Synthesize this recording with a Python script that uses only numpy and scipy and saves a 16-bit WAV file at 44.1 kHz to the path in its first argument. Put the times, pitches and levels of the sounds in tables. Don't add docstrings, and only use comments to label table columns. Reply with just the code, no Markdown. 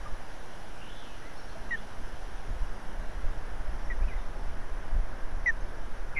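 import sys
import numpy as np
from scipy import signal
from scipy.io import wavfile
from scipy.ndimage import uniform_filter1d

SR = 44100
rng = np.random.default_rng(int(sys.argv[2]) if len(sys.argv) > 2 else 0)


def waveform_to_disk(signal):
    frames = np.transpose(np.atleast_2d(signal))
    scaled = np.clip(frames, -1, 1) * 32767
    samples = np.round(scaled).astype(np.int16)
    wavfile.write(sys.argv[1], SR, samples)


def magnitude_from_level(level_db):
    exponent = np.asarray(level_db, float) / 20
    return 10 ** exponent


N = 272979

HOUSING_HZ, HOUSING_WIDTH_HZ = 5860, 300
THROAT_HZ, THROAT_WIDTH_HZ = 3820, 150
OCTAVE_DB, THIRD_DB = -29.5, -29
LOUD_DB = -22.5
SLIDE_HZ_PER_S, EFFORT_HZ_PER_S = 3530, 2100


def evened(x):
    return x / np.sqrt(np.mean(x ** 2) + 1e-20)


def wander(count, size):
    return evened(uniform_filter1d(uniform_filter1d(rng.standard_normal(count), size), size))


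def add(mix, s, sound):
    part = mix[round(s * SR):][:len(sound)]
    part += sound[:len(part)]


def sequence(events, voice):
    layer = np.zeros(N)
    for s, *shape in events:
        add(layer, s, voice(*shape))
    return layer


def resonance(hz, centre_hz, width_hz):
    return 1 / (1 + ((hz - centre_hz) / width_hz) ** 2) ** 2


def chirp(length, first_hz, db, hoarse):
    last_hz = first_hz - length * (SLIDE_HZ_PER_S + EFFORT_HZ_PER_S * magnitude_from_level(db - LOUD_DB) ** 2)
    rise = 0.0025 + 0.09 * hoarse ** 2
    gap_hz = 435 - 300 * hoarse
    flutter_hz = 300 - 430 * hoarse
    depth = 0.03 + 1.0 * hoarse
    t = np.arange(0, length, 1 / SR)
    u = t / length
    drift, shake = wander(4000, size=60)[:len(t)], wander(4000, size=50)[:len(t)]

    hz = first_hz + (last_hz - first_hz) * u ** 1.27 + 70 * np.exp(-t / 0.0031)
    throb = 2 * np.pi * np.cumsum(flutter_hz * (1 + 0.06 * drift)) / SR - 0.9
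    throb = np.sin(throb) + 0.45 * np.sin(2 * throb)
    shaken_hz = hz * (1 + 0.02 * depth * drift + 0.3 * depth * hoarse * throb)
    turn = 2 * np.pi * np.cumsum(shaken_hz) / SR
    beat_hz = gap_hz * (1 + 5 * hoarse * (u - 0.3) + 0.2 * depth * shake)
    beat = 2 * np.pi * np.cumsum(beat_hz) / SR

    effort = np.clip(t / rise, 0, 1) ** 1.5 * np.clip((length - t) / 0.003, 0, 1)
    effort = effort * magnitude_from_level(-5 * (1 - u) ** 4 - 10 * u ** 6)
    flutter = 1 + depth * (throb + 0.15 * shake)
    whistle = effort * flutter * np.sin(turn)

    octave = magnitude_from_level(OCTAVE_DB - 0.6 * (db - LOUD_DB) - 100 * hoarse) * effort
    octave = octave * resonance(2 * hz, THROAT_HZ, THROAT_WIDTH_HZ) * (1 + 0.3 * shake) * np.sin(2 * turn)
    third = magnitude_from_level(THIRD_DB + 0.5 * (db - LOUD_DB)) * effort
    third = third * resonance(3 * hz, HOUSING_HZ, HOUSING_WIDTH_HZ) * np.sin(3 * turn)
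    second = hoarse * magnitude_from_level(-3.2 * u) * effort * (1 + 0.25 * drift) * np.sin(turn + beat)
    ring = magnitude_from_level(2 * db + 14 - 130 * (u - 0.8) ** 2) * effort * np.sin(2 * np.pi * 1.012 * HOUSING_HZ * t)
    return np.sqrt(2) * magnitude_from_level(db) * (whistle + octave + third + second + ring)


# start in seconds, length in seconds, first pitch in Hz, level in dB,
# hoarseness from 0 to 1.
CHIRPS = [
    (1.707, .053, 1950, -29.5, .02),
    (3.898, .031, 1974, -36, 0.11),
    (5.459, 0.051, 2025, -22.5, 0.04),
    (6.157, 0.064, 2160, -29, .355),
]


def chick():
    return sequence(CHIRPS, chirp)


def knock(hz, db, t60, scrape):
    t = np.arange(0, 0.15, 1 / SR)
    blur = 1 - scrape + scrape * wander(7000, size=30)[:len(t)]
    return magnitude_from_level(db - 60 * t / t60) * np.clip(t / 0.004, 0, 1) * blur * np.sin(2 * np.pi * hz * t)


# start in seconds, pitch in Hz, level in dB,
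# 60 dB decay time in seconds, scrape share from 0 to 1.
TWIGS = [
    (.057, 1200, -36.5, .12, 0),
    (1.553, 660, -35, .13, .3),
    (2.165, 700, -41, .08, .5),
    (2.744, 980, -41, .08, .6),
    (4.36, 1040, -45, .06, .6),
    (6.116, 1450, -42, .05, 0.3),
    (6.134, 1390, -36, .04, .2),
    (6.14, 950, -38, .07, .35),
]


def twigs():
    return sequence(TWIGS, knock)


def drone(length, first_hz, last_hz, db):
    t = np.arange(0, length, 1 / SR)
    waver = wander(30000, size=1500)[:len(t)]
    wing_hz = np.linspace(first_hz, last_hz, len(t)) * (1 + 0.014 * waver)
    turn = 2 * np.pi * np.cumsum(wing_hz) / SR
    wings = np.sin(turn) + magnitude_from_level(-9.5) * np.sin(2 * turn)
    return np.sqrt(2) * magnitude_from_level(db) * wings * signal.windows.tukey(len(t), 0.3)


# start in seconds, length in seconds, first pitch in Hz,
# last pitch in Hz, level in dB.
FLY = [
    (1.601, 0.29, 203, 207.3, -56),
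    (2.69, .43, 199.5, 194.6, -57),
]


def fly():
    return sequence(FLY, drone)


def note(rows, rasp):
    s, hz, db = np.transpose(rows)
    t = np.arange(s[0], s[-1], 1 / SR)
    smooth, grain = wander(20000, size=150)[:len(t)], wander(20000, size=45)[:len(t)]
    shimmer = evened(1 - rasp + 0.044 * smooth + rasp * grain)
    turn = 2 * np.pi * np.cumsum(np.interp(t, s, hz)) / SR
    edges = signal.windows.tukey(len(t), min(0.4, 0.017 / (s[-1] - s[0])))
    return np.sqrt(2) * magnitude_from_level(np.interp(t, s, db)) * shimmer * np.sin(turn) * edges


def forest(x, t60, wet_db):
    t = np.arange(SR // 2) / SR
    tail = rng.standard_normal(len(t)) * magnitude_from_level(-60 * t / t60) * np.clip(t / 0.039, 0, 1)
    return x + magnitude_from_level(wet_db) * signal.oaconvolve(x, tail / np.linalg.norm(tail))[:N]


# time in seconds, pitch in Hz, level in dB.
WARBLE = [(.775, 2450, -64), (.81, 2770, -56), (.88, 2900, -56), (.915, 3330, -57), (.985, 3500, -57),
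          (1.04, 3250, -56), (1.07, 2980, -58), (1.16, 2900, -61)]
RISER = [(1.689, 2720, -60), (1.755, 2990, -61), (1.8, 3600, -56)]
# start in seconds, length in seconds, first pitch
# in Hz, # last pitch in Hz, level in dB.
FLUTE = [(1.05, 0.092, 2670, 2530, -64), (1.215, .08, 1880, 2100, -56), (2.63, .02, 2910, 2870, -60),
         (3.927, .011, 1900, 1830, -50), (4.015, 0.039, 2240, 2760, -57), (4.083, .015, 2940, 2870, -58),
         (4.075, 0.038, 2630, 2230, -51.5), (4.11, 0.03, 2130, 1940, -49.5), (4.17, 0.063, 3740, 3530, -66),
         (6.15, .013, 2590, 2250, -52)]
PIPS = [(1.363, .014, 5250, 5420, -62), (1.373, .04, 5480, 5530, -62), (1.42, .04, 5500, 5480, -67),
        (1.37, .04, 4330, 4330, -64), (1.49, .028, 4000, 4500, -62), (1.513, .022, 4480, 4550, -66),
        (2.03, .09, 5460, 5100, -69), (3.84, 0.033, 5550, 5420, -64), (5.6, 0.025, 6240, 6400, -66)]


def songbirds():
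    def glide(rasp):
        return lambda length, first_hz, last_hz, db: note([(0, first_hz, db), (length, last_hz, db)], rasp)

    song = sequence(FLUTE, glide(rasp=0.12)) + sequence(PIPS, glide(rasp=0.25))
    add(song, WARBLE[0][0], note(WARBLE, rasp=0.56))
    add(song, RISER[0][0], note(RISER, rasp=0.2))
    return forest(song, t60=0.3, wet_db=-7)


def air(colour, patchy_db, size):
    hz = np.fft.rfftfreq(size, 1 / SR)
    a, b, patches = rng.standard_normal((N * 4 // size + 5, len(hz), 3)).T
    patches = uniform_filter1d(uniform_filter1d(patches, size=10, axis=0), size=10, axis=1)
    f, db = np.transpose(colour)
    shape_db = np.interp(np.log(hz + 1), np.log(f + 1), db, left=-120)
    z = (a + 1j * b) * magnitude_from_level(shape_db[:, None] + patchy_db * evened(patches))
    return evened(signal.istft(z, nperseg=size, noverlap=size * 3 // 4)[1][:N])


# frequency in Hz, density in dB per Hz.
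BUFFET_COLOUR = [(1.2, -31), (2.0, -2.5), (16, 4.5), (26, -3), (46, -10), (102, -29.5), (220, -41.5),
                 (290, -75), (480, -120)]
RUSTLE_COLOUR = [(53, -33.5), (90, -1.5), (167, -13), (200, -8.5), (232, -10), (455, -11.5), (633, -9.5),
                 (1010, -12), (1190, -15), (1610, -12.5), (2400, -25.5), (3120, -47), (5280, -120)]
HISS_COLOUR = [(1350, -7), (2300, -6), (2520, -3), (2920, -0.5), (4470, -8.5), (5760, -4), (6840, -13.5),
               (8430, -17), (9010, -16.5), (9640, -10.5), (9930, -7.5), (10900, -17.5), (13700, -25)]
# time in seconds, level in dB.
WIND = [(0, -38), (.5, -46.5), (1.3, -44.5), (2.2, -40), (3.3, -34.5), (4.5, -33.5), (5.5, -35),
        (6.19, -36.5)]
# time in seconds, peak level in dB.
GUSTS = [(.12, -32.5), (.44, -57), (1.44, -45), (1.65, -38.5), (2.0, -36), (2.19, -41.5), (2.5, -31.5),
         (2.63, -30.5), (2.98, -33), (3.25, -28), (3.63, -30.5), (3.89, -30.5), (4.02, -24.5),
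         (4.17, -32.5), (4.47, -32.5), (4.74, -39), (4.95, -21.5), (5.27, -30), (5.38, -29), (5.57, -32),
         (5.83, -36), (5.96, -31.5), (6.07, -39)]
GUST_RISE_S, GUST_FALL_S = 0.032, 0.057
CALM_DB = -45
RUSTLE_DB, RUSTLE_FOLLOWS = -47.5, 0.14
HISS_DB, HISS_FOLLOWS, HISS_LAG_S = -57.5, -0.3, 1.5


def wind():
    t = np.arange(N) / SR
    wind_db = np.interp(t, *np.transpose(WIND))
    gusts = np.zeros(N)
    for s, db in GUSTS:
        width = np.where(t < s, GUST_RISE_S, GUST_FALL_S)
        gusts += magnitude_from_level(db) ** 2 * np.exp(-((t - s) / width) ** 2)

    lumps = air(BUFFET_COLOUR, patchy_db=-0.3, size=16384) * magnitude_from_level(0.71 * wander(N, size=1500))
    lumps = lumps / np.sqrt(uniform_filter1d(lumps ** 2, size=7000) + 0.018)
    strength = np.sqrt(magnitude_from_level(wind_db) ** 2 + gusts) * magnitude_from_level(2.0)
    buffeting = strength * np.clip(t / 0.0044, 0, 1) * lumps

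    keep = np.exp(-1 / (HISS_LAG_S * SR))
    lagging_db = signal.lfilter([1 - keep], [1, -keep], wind_db - CALM_DB)
    rustle_db = RUSTLE_DB + RUSTLE_FOLLOWS * (wind_db - CALM_DB)
    rustle = magnitude_from_level(rustle_db) * air(RUSTLE_COLOUR, patchy_db=0.68, size=1024)
    hiss_db = HISS_DB + HISS_FOLLOWS * lagging_db
    hiss = magnitude_from_level(hiss_db) * air(HISS_COLOUR, patchy_db=1.0, size=1024)
    return buffeting + rustle + hiss


def scene():
    return (chick() + twigs() + fly() + songbirds() + wind())[None]


def stream(x, weak_db, from_hz, edge_hz):
    hz, t, z = signal.stft(x, SR, nperseg=2048, noverlap=1536)
    power = abs(z) ** 2
    smooth = uniform_filter1d(power, size=7, axis=1)
    held = uniform_filter1d(smooth, size=3, axis=0)
    around = uniform_filter1d(smooth, size=120, axis=0)
    calls = power[hz > 1500].sum(0)
    weak_db = weak_db + 10 * np.log10(np.clip(calls / np.median(calls), 1, 1e3)) * 0.12
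    weak = (held < around * magnitude_from_level(weak_db) ** 2) & (hz[:, None] > from_hz)
    weak = uniform_filter1d(weak * 1.0, size=3, axis=0) > 0
    kept = z * ~weak * (hz[:, None] < edge_hz)
    return signal.istft(kept, SR, nperseg=2048, noverlap=1536)[1][:N]


def roll_off(x):
    return signal.sosfilt(signal.butter(12, 13840, fs=SR, output="sos"), x)


def record(dry):
    bias = 0.023 * np.clip(np.arange(N) / (0.03 * SR), 0, 1)
    sent = stream(dry[0], weak_db=-5.5, from_hz=7000, edge_hz=13900)
    return roll_off(sent[None] + bias)


dry = scene()
out = record(dry)
waveform_to_disk(out)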